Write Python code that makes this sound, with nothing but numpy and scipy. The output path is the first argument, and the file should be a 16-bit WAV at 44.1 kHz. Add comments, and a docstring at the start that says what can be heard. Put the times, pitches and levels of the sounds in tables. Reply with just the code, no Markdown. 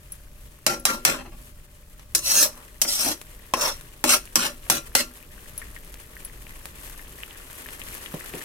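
"""Spice paste frying in a metal wok

A small kitchen with a gas stove; a phone with two microphone ports, about half a metre above the pan.
Random clicks with pan and room echo make the crackling oil, rising sine rings the bubbles, noise the burner.
A steel spatula strikes ten times and scrapes on: a chattering, stick-slip force rings resonances of the wok.
Tinks, hollow groans and clonks join in. The sizzle grows, the phone moves in, and the hand bumps it twice."""
import sys
import numpy as np
from scipy import signal
from scipy.fft import rfft, irfft, next_fast_len
from scipy.io import wavfile

SR = 44100
rng = np.random.default_rng(int(sys.argv[2]) if len(sys.argv) > 2 else 0)


def master_out(mix):
    """Clip the mix to full scale and print it as 16-bit PCM to the path in sys.argv[1]."""
    frames = np.transpose(np.atleast_2d(mix))
    ceiling = np.clip(frames, -1, 1)
    pcm = np.round(ceiling * 32767).astype(np.int16)
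    wavfile.write(sys.argv[1], SR, pcm)


N = 372204
TIME = np.arange(N) / SR  # s

# how hard the pan fries; it picks up once the paste is stirred: (time [s], relative level [dB])
FRYING_HEAT = [(0, 1.5), (2.05, -0.5), (2.6, 5), (4.4, 6.5), (6.4, 8.5), (7.3, 10), (8.44, 14)]
# oil runs onto hot metal and the crackle flares up: (centre time [s], rise [dB])
OIL_FLARES = [(1.42, 5.5), (3.28, 3), (6.86, 7), (7.56, 3.5), (7.73, 1.5), (7.92, 3.5)]
FLARE_S = 0.084  # from the centre to where the rise is 1/e
# the phone moves in over the pan: (time [s], distance [m])
PHONE_DISTANCE = [(7.35, 0.54), (8.05, 0.46)]
# colour of oil crackle: (frequency [Hz], gain [dB])
CRACKLE_COLOUR = [(1500, 5), (3500, 0.5), (5500, -2), (8500, 1), (12500, 4), (16000, -8.5)]
# colour of bubbling paste: (frequency [Hz], gain [dB])
BUBBLING_COLOUR = [(600, -30), (1100, -3), (1400, -8), (1850, 0.5), (2150, -5), (2430, -2), (2900, -3),
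                   (3500, -6), (4300, -10.5), (7000, -15.5)]
# colour of the low simmer: (frequency [Hz], gain [dB])
SIMMER_COLOUR = [(90, -19), (170, -8), (260, 4.5), (450, 4), (700, -6.5), (1100, -3), (2000, -17)]
# colour of the burner rumble: (frequency [Hz], gain [dB])
BURNER_COLOUR = [(12, -13.5), (25, 7.5), (32, -11.5), (41, 2), (52, -1.5), (75, -9), (150, -13.5),
                 (220, -22), (400, -34), (900, -42.5)]
# light, high metal tinks: (time [s], peak level [dB])
METAL_TINKS = [(0.121, -21.5), (.797, -26.5), (1.197, -43), (5.578, -18), (6.249, -21)]
# what a tink rings with: (frequency [Hz], energy level [dB], time to fall 60 dB [s])
TINK_RING = [(5800, -7, 0.047), (10120, 5, 0.08), (10950, 13.5, 0.055), (11600, 4, 0.027), (13600, 0, .02),
             (15700, -2, .02)]
# the blade lands, ten clear blows and three faint touches: (time [s], relative level of the edge above 3 kHz [dB],
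# of the blade 0.7-3 kHz [dB], of the bowl below 700 Hz [dB], chatter [s],
# deepest resonance of this spot of the wok [Hz], cluster that this grip favours [Hz])
BLOWS = [(0.6645, -11.5, -16.5, -26.5, 0.0042, 188, 5270), (0.8524, -8.5, -15, -33, 0.0029, 160, 5200),
         (1.05, -7.5, -14.5, -33.5, 0.0031, 144, 8750), (1.995, -45, -43, -58, 0.0017, 150, 5200),
         (2.149, -13, -30, -37.5, 0.011, 250, 6140), (2.8156, -12, -29, -37.5, 0.0071, 250, 4220),
         (2.848, -44, -34, -38, 0.011, 256, 4260), (3.537, -19, -17.5, -25, 0.003, 430, 5550),
         (4.04, -13.5, -18, -23.5, 0.003, 420, 2660), (4.356, -8.5, -16, -25, 0.0031, 175, 4270),
         (4.666, -60, -42, -47, 0.0026, 175, 2580), (4.699, -12, -20, -26.5, 0.0069, 175, 2520),
         (4.951, -10.5, -18, -28, 0.0054, 190, 4430)]
# the blade slides on after a blow: (bite time [s], lift time [s], relative level at the lift of the edge [dB],
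# of the blade [dB], of the bowl [dB], edge swell [dB/s], release [dB/s])
SLIDES = [(0.69, 0.71, -31, -31.5, -31, 0, 300), (0.873, 0.901, -30.5, -31, -32, 0, 253),
          (1.082, 1.089, -29, -28.5, -30, 2, 215), (2.253, 2.433, -16, -30.5, -37.5, 51.5, 510),
          (2.894, 3.11, -25.5, -33.5, -36.5, 1, 587), (3.616, 3.681, -27, -33, -47, -35, 327.9),
          (4.091, 4.148, -18, -24, -36.5, 15, 680), (4.392, 4.464, -27.5, -28, -34.5, 30, 493),
          (4.7, 4.774, -31, -34, -35, -13, 580), (4.968, 5.003, -26, -28.5, -36.5, 5, 500)]
# the scraping blade catches for a few milliseconds and all its ranges get louder: (centre time [s], rise [dB])
BLADE_CATCHES = [(2.305, 0.5), (2.41, 1.5), (4.135, 1)]
# the wok's low modes: (frequency before detuning [Hz], energy level [dB], time to fall 60 dB [s])
WOK_LOW_MODES = [(245.7, -3.5, 0.4), (323.6, -0.5, 0.22), (371, -3, 0.26), (564, -8, 0.11),
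                 (785, -1, 0.087), (1107, -1, 0.092), (1387, -2, 0.15)]
# higher modes of the wok crowd into clusters: (centre before drift [Hz], width [Hz], rise [dB])
HIGH_CLUSTERS = [(2700, 230, 6), (3280, 290, 5.5), (4100, 370, 8), (5130, 490, 3.5), (5750, 510, 5.5),
                 (8500, 240, 0.5), (9600, 230, 2.5), (12070, 280, 3.5)]
# colour of steel on the wok: (frequency [Hz], gain [dB])
STEEL_COLOUR = [(140, 2.5), (250, 6.5), (430, -5), (580, 6), (720, -9.5), (1150, -2.5), (1800, -4),
                (3200, -8.5), (5600, 3), (8000, 4), (11500, 2), (14000, -2.5), (16000, -9)]
# the loosely held spatula sings after the first and last three knocks: (time [s], level before its envelope [dB])
SPATULA_SINGS = [(0.687, -22.5), (0.884, -18.5), (1.081, -24), (4.392, -28), (4.713, -25), (4.96, -25.5)]
# the flat of the blade groans through the paste: (time [s], length [s], low resonance level before its swell [dB],
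# upper resonance level before its swell [dB], low resonance at the start [Hz], at the end [Hz])
PASTE_GROANS = [(2.378, 0.14, -35.5, -40, 590, 575), (2.5, 0.18, -59, -51, 620, 590),
                (3.035, 0.099, -34.5, -31.5, 345, 318), (3.538, 0.2, -34, -29, 680, 566),
                (4.045, 0.15, -36.5, -36, 640, 540)]
# single spits of oil: (time [s], peak level [dB])
OIL_SPITS = [(3.215, -20), (3.811, -22), (4.255, -17.5), (5.942, -18.5), (6.494, -23), (6.656, -15),
             (7.886, -19), (7.95, -18), (8.261, -17)]
# the blade lands flat and the paste chokes its ring to a short clonk:
# (time [s], starting level [dB], frequency [Hz], time to fall 60 dB [s])
FLAT_CLONKS = [(3.538, -6, 1060, 0.031), (4.0414, -16.5, 846, 0.042), (4.699, -12, 940, 0.014),
               (4.9525, -14, 850, 0.016)]
# big bubbles burst in the paste: (time [s], peak level [dB], starting pitch [Hz])
PASTE_PLOPS = [(4.275, -28, 2500), (5.6168, -26, 1830), (5.764, -27, 1850), (6.167, -26.5, 1780),
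               (6.468, -28, 2400), (6.5076, -29, 1820), (6.994, -29, 1860), (7.2342, -16.5, 2650),
               (7.3085, -26.5, 2900), (7.6603, -26.5, 1650), (7.688, -22.5, 2920), (7.8168, -21, 2820),
               (8.0606, -19.5, 3050), (8.338, -22, 2400)]
# bumps of the hand: (time [s], peak level [dB], decay to 1/e [s])
HAND_BUMPS = [(8.14, -19.5, 0.019), (8.338, -23.5, 0.03)]
# colour of the bumps: (frequency [Hz], gain [dB])
HAND_COLOUR = [(60, -31), (150, 5.5), (220, -1), (350, -2.5), (620, -4.5), (900, -16), (2500, -31)]
# the two microphone ports: (frequency [Hz], left minus right [dB])
PORT_BALANCE = [(380, 0.7), (700, -1), (1290, 4), (2380, 5), (4400, 0), (8120, -2.5), (13000, 9)]

# edge, blade and bowl ranges
RANGES = [signal.butter(4, band, "bandpass", fs=SR, output="sos")
          for band in [(3000, 16000), (700, 3000), (80, 700)]]
CATCH_S = 0.0036  # from the centre to where the rise is 1/e
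BITE_DB_PER_S = 370  # how fast the pressure builds before the blade bites
# sliding down towards the floor of the wok, the blade sounds ever fuller
BLADE_SWELL_DB_PER_S, BOWL_SWELL_DB_PER_S = 41, 75
BOWL_RELEASE_SHARE = 0.63  # the bowl lets go more slowly than the edge
# every blow skids briefly: level against the blow (edge, blade, bowl), and how fast that dies
SKID_DB, SKID_DB_PER_S = (-17, -16, -2.5), 301
# after the third knock the wok rocks and rattles on its stand; relative levels of edge, blade and bowl
RATTLE_S, RATTLE_DB, RATTLE_HZ, RATTLE_DB_PER_S = 1.135, (-64, -40, -37.5), 15, 103
CEILING, TOP_HZ = .9, 15900  # amplitude limit and upper band edge of the phone


def undb(db):
    """Turn dB into an amplitude factor."""
    return 10 ** (np.asarray(db) / 20)


def unit(x):
    """Scale to rms 1."""
    return x / np.sqrt(np.mean(x ** 2))


def peaked(sound, db):
    """Scale to a peak level."""
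    return undb(db) * sound / np.abs(sound).max()


def shape(x, gain):
    """Filter by a gain given as a function of frequency."""
    n = x.shape[-1]
    size = next_fast_len(n + 4096)
    hz = np.maximum(np.arange(size // 2 + 1) * SR / size, 1)
    return irfft(rfft(x, size) * gain(hz), size)[..., :n]


def slope(f, points):
    """Read (Hz, value) points on a log-frequency axis."""
    hz, value = np.transpose(points)
    return np.interp(np.log(f), np.log(hz), value)


def colour(x, points):
    """Filter by (Hz, dB) points."""
    return shape(x, lambda f: undb(slope(f, points)))


def spread(pair, shared_hz=900):
    """Two unrelated signals become left and right: the long waves reach both ports alike."""
    side = shape(pair[1], lambda f: np.hypot(f, shared_hz / 10) / np.hypot(f, shared_hz))
    return np.array([pair[0] + side, pair[0] - side])


def convolve(x, response):
    """Let a sound ring through a response."""
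    return signal.fftconvolve(np.atleast_2d(x), response, axes=1)[:, :N]


def add(out, s, sound):
    """Mix a sound in at time s."""
    i = int(s * SR)
    out[..., i:i + sound.shape[-1]] += sound[..., :N - i]


def walk(rate):
    """Slow chance with a spread near 1, drawn anew rate times a second."""
    knots = rng.standard_normal(int(N / SR * rate) + 2)
    return 1.73 * np.interp(TIME * rate, np.arange(len(knots)), knots)


def clicks(rate, scatter_db):
    """Random clicks of either sign, about rate a second, their sizes scattered exponentially in dB; rms 1."""
    size = undb(scatter_db * np.minimum(rng.exponential(size=N), 5))
    return unit((rng.random(N) < rate / SR) * size * rng.choice([-1, 1], N))


def fade(t60, length):
    """An exponential decay, 60 dB down after t60 seconds."""
    return np.exp(-np.log(1000) * TIME[:int(length * SR)] / t60)


def wash(t60, length):
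    """Decaying noise for countless overlapping resonances or echoes at the two ports, with energy near 1."""
    decay = fade(t60, length)
    return spread(rng.standard_normal((2, len(decay)))) * decay / np.sqrt(2 * np.sum(decay ** 2))


def ring(modes, length):
    """One decaying stereo tone per mode, weighted by energy; the higher ones reach the ports out of step."""
    t, tones = TIME[:int(length * SR)], []
    for hz, db, t60 in modes:
        turn = np.array([[1], [-1]]) * rng.choice([-1, 1]) * np.pi / 4 * min(hz / 1800, 1)
        unit_energy = np.sqrt(4 * np.log(1000) / t60 / SR)
        tones.append(undb(db) * unit_energy * np.sin(2 * np.pi * hz * t + turn) * fade(t60, length))
    return np.array(tones)


def pan_echo(bowl_db=-5, room_db=-18):
    """A pop comes straight from its place, then off the bowl of the wok, then off the kitchen walls."""
    direct, bowl, room = (wash(t60, .12) for t60 in (.0015, .055, .22))
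    return direct + undb(bowl_db) * bowl + undb(room_db) * room


def scattered(x, count=4):
    """Share pops out over several places in the pan, each with its own echo."""
    place = rng.integers(count, size=N)
    return sum(signal.oaconvolve([x * (place == k)], pan_echo(), axes=1)[:, :N] for k in range(count))


def bubble(hz, cycles, glide=0.049):
    """A short ring whose pitch rises as the bubble opens; it dies to 1/e in the time of the given cycles."""
    age = TIME[:int(6 * cycles / hz * SR)] * hz / cycles  # in decay times
    return np.sin(2 * np.pi * cycles * age * (1 + glide * age / 2)) * np.exp(-age)


def frying(crackle_db=-57.5, bubbling_db=-64.0, simmer_db=-62.0, bubbling_growth=1.11, simmer_growth=0.97):
    """Water flashes to steam in the oil, a fine fizz with sharp snaps, while bubbles open all over the paste."""
    heat = np.interp(TIME, *np.transpose(FRYING_HEAT))  # dB, added to the three base levels
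    flare = sum(db * np.exp(-((TIME - s) / FLARE_S) ** 2) for s, db in OIL_FLARES)
    nearness = PHONE_DISTANCE[0][1] / np.interp(TIME, *np.transpose(PHONE_DISTANCE))

    flicker = undb(2.1 * walk(45) + 1.46 * walk(260))
    fizz = scattered(clicks(6000, scatter_db=-2) * flicker)
    snaps = scattered(clicks(380, scatter_db=3.1))
    snaps = shape(snaps, lambda f: f / np.hypot(f, 7000))  # tiny droplets give mostly treble
    crackle = unit(colour(unit(fizz) + .7 * unit(snaps), CRACKLE_COLOUR))

    bubbles = np.zeros((2, N))
    for when, pitch, length, size, place in rng.random((3000, 5)):
        sound = (size + .03) ** -.42 * bubble(1250 * 3.2 ** pitch, .8 + 2.2 * length)
        pan = [np.cos(np.pi * place), np.sin(np.pi * place)]
        add(bubbles, when * N / SR, np.outer(pan, sound))
    bursting = scattered(clicks(260, scatter_db=3))
    patches = undb(.7 * walk(22))  # the bubbling comes and goes a little
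    mixture = unit(bubbles) + unit(bursting) + unit(fizz)
    bubbling = unit(colour(mixture, BUBBLING_COLOUR) * patches)

    simmer = unit(colour(spread([clicks(900, scatter_db=0.0) for _ in range(2)]), SIMMER_COLOUR))
    return nearness * (crackle * undb(crackle_db + heat + flare)
                       + bubbling * undb(bubbling_db + bubbling_growth * heat)
                       + simmer * undb(simmer_db + simmer_growth * heat))


def burner(db=-46, whistle_hz=598, whistle_db=-67):
    """Coloured noise for the low, unsteady rumble under the pan; narrow noise for a faint wavering whistle."""
    rumble = unit(colour(spread(rng.standard_normal((2, N))), BURNER_COLOUR)) * undb(db + walk(6.6))
    whistle = shape(rng.standard_normal(N), lambda f: 1 / (1 + ((f - whistle_hz) / 20) ** 2))
    return rumble + undb(whistle_db) * unit(whistle)


def tinks(tick_db=1):
    """Light touches of metal: a noisy tick and a thin, high ring of decaying modes."""
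    out = np.zeros((2, N))
    for s, db in METAL_TINKS:
        tick = colour(wash(0.42, .5), CRACKLE_COLOUR)
        sound = ring(TINK_RING, .5).sum(axis=0) + undb(tick_db) * tick
        add(out, s, peaked(sound, db))
    return out


def chatter(duration):
    """A hard blow smeared over a few milliseconds of chatter; it holds all frequencies alike."""
    envelope = np.exp(-(TIME[:int(4 * duration * SR)] / duration) ** 2)
    spectrum = rfft(envelope * rng.standard_normal(len(envelope)))
    return irfft(spectrum / np.abs(spectrum), len(envelope)) * np.sqrt(np.sum(envelope ** 2))


def stroke(bite, lift, levels, swell, release):
    """Pressure of one scrape in each range: it builds, changes as the blade slides, and falls as it lifts."""
    swells = [swell, BLADE_SWELL_DB_PER_S, BOWL_SWELL_DB_PER_S]
    releases = [release, release, release * BOWL_RELEASE_SHARE]
    landed = max(row[0] for row in BLOWS if row[0] < bite)
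    t = landed + TIME[:int(.7 * SR)]
    building = BITE_DB_PER_S * np.maximum(bite - t, 0)
    sliding = np.outer(swells, np.maximum(lift - t, 0))
    lifting = np.outer(releases, np.maximum(t - lift, 0))
    return landed, undb(np.array(levels)[:, None] - building - sliding - lifting)


def blade_force(strike_db=-2.5, scrape_db=-.5):
    """The blade chatters as it lands, skids, then sticks and slips over the rough metal; one row a range."""
    friction = unit(clicks(3000, scatter_db=1.1) * undb(1.3 * walk(260) + 0.5 * walk(35)))
    blow, power = np.zeros((2, 3, N))  # power of the rubbing
    skid = undb(-SKID_DB_PER_S * TIME[:SR // 5])
    for s, *levels, duration, _, _ in BLOWS:
        add(blow, s, np.outer(undb(levels), chatter(duration)))
        add(power, s, np.outer(undb(levels) * undb(SKID_DB), skid) ** 2)
    for bite, lift, *levels, swell, release in SLIDES:
        s, pressure = stroke(bite, lift, levels, swell, release)
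        add(power, s, pressure ** 2)
    t = TIME[:SR // 3]
    rocking = undb(-RATTLE_DB_PER_S * t) * (1 + 0.91 * np.cos(2 * np.pi * RATTLE_HZ * t))
    add(power, RATTLE_S, np.outer(undb(RATTLE_DB), rocking) ** 2)
    catch = sum(db * np.exp(-((TIME - s) / CATCH_S) ** 2) for s, db in BLADE_CATCHES)
    return undb(strike_db) * blow + undb(scrape_db + catch) * np.sqrt(power) * friction


def treble_ripple(ripple_db=5.0, spacing_hz=60):
    """Random ripple in dB over frequency, drawn once per blow, makes the steel's treble uneven."""
    hz = np.arange(400) * spacing_hz
    db = ripple_db * np.clip(rng.standard_normal(len(hz)), -2, 1) * np.minimum(hz / 3000, 1)
    return lambda f: np.interp(f, hz, db)


def clusters(favoured_hz, favour_db=4, favour_width_hz=380, drift=0.013):
    """High clusters drift as the blade moves, and its grip favours one: dB as a function of frequency."""
    favoured = (favoured_hz, favour_width_hz, favour_db)
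    rows = [(hz * (1 + drift * rng.standard_normal()), width, db)
            for hz, width, db in [*HIGH_CLUSTERS, favoured]]
    return lambda f: sum(db / (1 + (2 * (f - hz) / width) ** 4) for hz, width, db in rows)


def wok_spot(tones, ripple, deepest_hz, favoured_hz, dense_db=-4, room_db=-16, modes_db=-23, deepest_q=0.92):
    """What a click at one spot of the wok sets ringing, split into edge, blade and bowl ranges."""
    length, crowding = tones.shape[-1] / SR, clusters(favoured_hz)
    # each spot pushes a mode one way or the other
    modes = np.tensordot(rng.choice([-1, 1], len(tones)), tones, 1)
    body = wash(0.021, length) + undb(dense_db) * wash(0.095, length)
    body = body + undb(room_db) * wash(0.27, length) + undb(modes_db) * modes

    def response(f):
        """High on the wall the wok is stiff: little sounds below that spot's deepest resonance."""
        stiffness = 1 - (deepest_hz / f) ** 2 - 1j * deepest_hz / f / deepest_q
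        return undb(slope(f, STEEL_COLOUR) + crowding(f) + ripple(f)) / stiffness

    body = shape(body, response)
    parts = [signal.sosfilt(sos, body) for sos in RANGES]
    return [part / np.sqrt(np.sum(part.mean(axis=0) ** 2)) for part in parts]


def spatula(detune=.012):
    """As the blade travels, each short piece of its force rings a new spot of the wok, a little out of tune."""
    force, out = blade_force(), np.zeros((2, N))
    spots = [(s, treble_ripple(), deepest_hz, favoured_hz) for s, *_, deepest_hz, favoured_hz in BLOWS]
    hop = int(.06 * SR)
    window = np.sqrt(np.hanning(2 * hop))  # overlapping pieces keep their power
    for i in range(0, N - 2 * hop, hop):
        piece = force[:, i:i + 2 * hop] * window
        landed = [spot for s, *spot in spots if s * SR < i + 2 * hop]
        if landed and np.abs(piece).max() > 1e-4:
            modes = [(hz * (1 + detune * rng.standard_normal()), db, t60) for hz, db, t60 in WOK_LOW_MODES]
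            tones = ring(modes, .24)
            for push, response in zip(piece, wok_spot(tones, *landed[-1])):
                add(out, i / SR, convolve(push, response))
    return out


def clashes(clash_db=-5, brevity=0.78):
    """The instant of contact reaches the ports directly: one brief, steel-coloured clash for each blow."""
    out = np.zeros((2, N))
    for s, *levels, duration, _, _ in BLOWS:
        pair = [np.pad(chatter(brevity * duration), (0, SR // 20)) for _ in range(2)]
        burst = colour(spread(pair), STEEL_COLOUR)
        for db, sos in zip(levels, RANGES):
            part = signal.sosfilt(sos, burst)
            strength = np.sqrt(duration * SR / np.sum(part.mean(axis=0) ** 2))
            add(out, s, undb(db + clash_db) * part * strength)
    return out


def singing(hz=1372, t60=0.29, swell=0.0035, turn=0.98):
    """One clear bending tone of the spatula swells in milliseconds, then dies; the ports hear it out of step."""
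    out = np.zeros((2, N))
    t = TIME[:SR // 2]
    tone = np.sin(2 * np.pi * hz * t + np.array([[turn], [-turn]]))
    for s, db in SPATULA_SINGS:
        add(out, s, undb(db) * tone * (1 - np.exp(-t / swell)) * fade(t60, .5))
    return out


def resonate(x, hz, width_hz):
    """A steep resonance (double pole) whose centre moves; rms 1."""
    turn, pole = np.exp(2j * np.pi * np.cumsum(hz) / SR), np.exp(-np.pi * width_hz / SR)
    # shift the moving centre to zero frequency, smooth there, and shift back
    still = signal.lfilter([1], np.poly([pole, pole]), x / turn)
    return unit((still * turn).real)


def groans(width_hz=130, upper_ratio=1.69, upper_width_hz=650, fullness=1.0):
    """Friction rings a hollow resonance that sinks as the blade ploughs on, and a broader one above it."""
    out = np.zeros((2, N))
    friction = spread([clicks(2500, scatter_db=0.5) for _ in range(2)])
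    for s, length, db, upper_db, start_hz, end_hz in PASTE_GROANS:
        along = np.linspace(0, 1, int(length * SR), endpoint=False)
        rub = friction[:, int(s * SR):][:, :len(along)]
        hz = start_hz + (end_hz - start_hz) * along
        low = undb(db) * resonate(rub, hz, width_hz)
        upper = undb(upper_db) * resonate(rub, upper_ratio * hz, upper_width_hz)
        add(out, s, (low + upper) * np.sin(np.pi * along) ** fullness)
    return out


def spits():
    """Single spits of oil stand out of the sizzle: one pop each, heard with its pan and room echo."""
    out = np.zeros((2, N))
    for s, db in OIL_SPITS:
        add(out, s, peaked(colour(pan_echo(), CRACKLE_COLOUR), db))
    return out


def clonks():
    """The flat of the blade gives one hollow tone that quickly dies, alike at both ports."""
    out = np.zeros(N)
    t = TIME[:SR // 5]
    for s, db, hz, t60 in FLAT_CLONKS:
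        add(out, s, undb(db) * np.sin(2 * np.pi * hz * t) * fade(t60, 1)[:len(t)])
    return out


def plops():
    """Large bubbles burst in the paste and echo in the pan; small ones snap, larger ones ring on."""
    out = np.zeros((2, N))
    for s, db, hz in PASTE_PLOPS:
        sound = convolve(bubble(hz, cycles=3200 / hz), pan_echo(bowl_db=-7))
        add(out, s, peaked(colour(sound, BUBBLING_COLOUR), db))
    return out


def bumps():
    """Dull knocks of the hand on the phone: low noise that dies away exponentially."""
    out = np.zeros((2, N))
    for s, db, decay in HAND_BUMPS:
        t = TIME[:SR // 5]
        thud = colour(spread(rng.standard_normal((2, len(t)))), HAND_COLOUR)
        add(out, s, peaked(thud * np.exp(-t / decay), db))
    return out


def scene():
    """Frying, burner, spatula and bumps as they reach the two ports."""
    pan = frying() + burner() + spits() + plops()
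    metal = tinks() + spatula() + clashes() + singing() + groans() + clonks()
    return pan + metal + bumps()


def record(dry):
    """Each port has its own colour; the phone rounds the loudest peaks and cuts the top."""
    def port(x, sign):
        """Tilt one port by its share of the left-right balance."""
        return shape(x, lambda f: np.sqrt(2 / (1 + undb(-2 * sign * slope(f, PORT_BALANCE)))))

    ports = np.array([port(x, sign) for x, sign in zip(dry, (1, -1))])
    rounded = CEILING * np.tanh(ports / CEILING)
    return signal.sosfilt(signal.ellip(10, .2, 70, TOP_HZ, fs=SR, output="sos"), rounded)


dry = scene()
out = record(dry)
master_out(out)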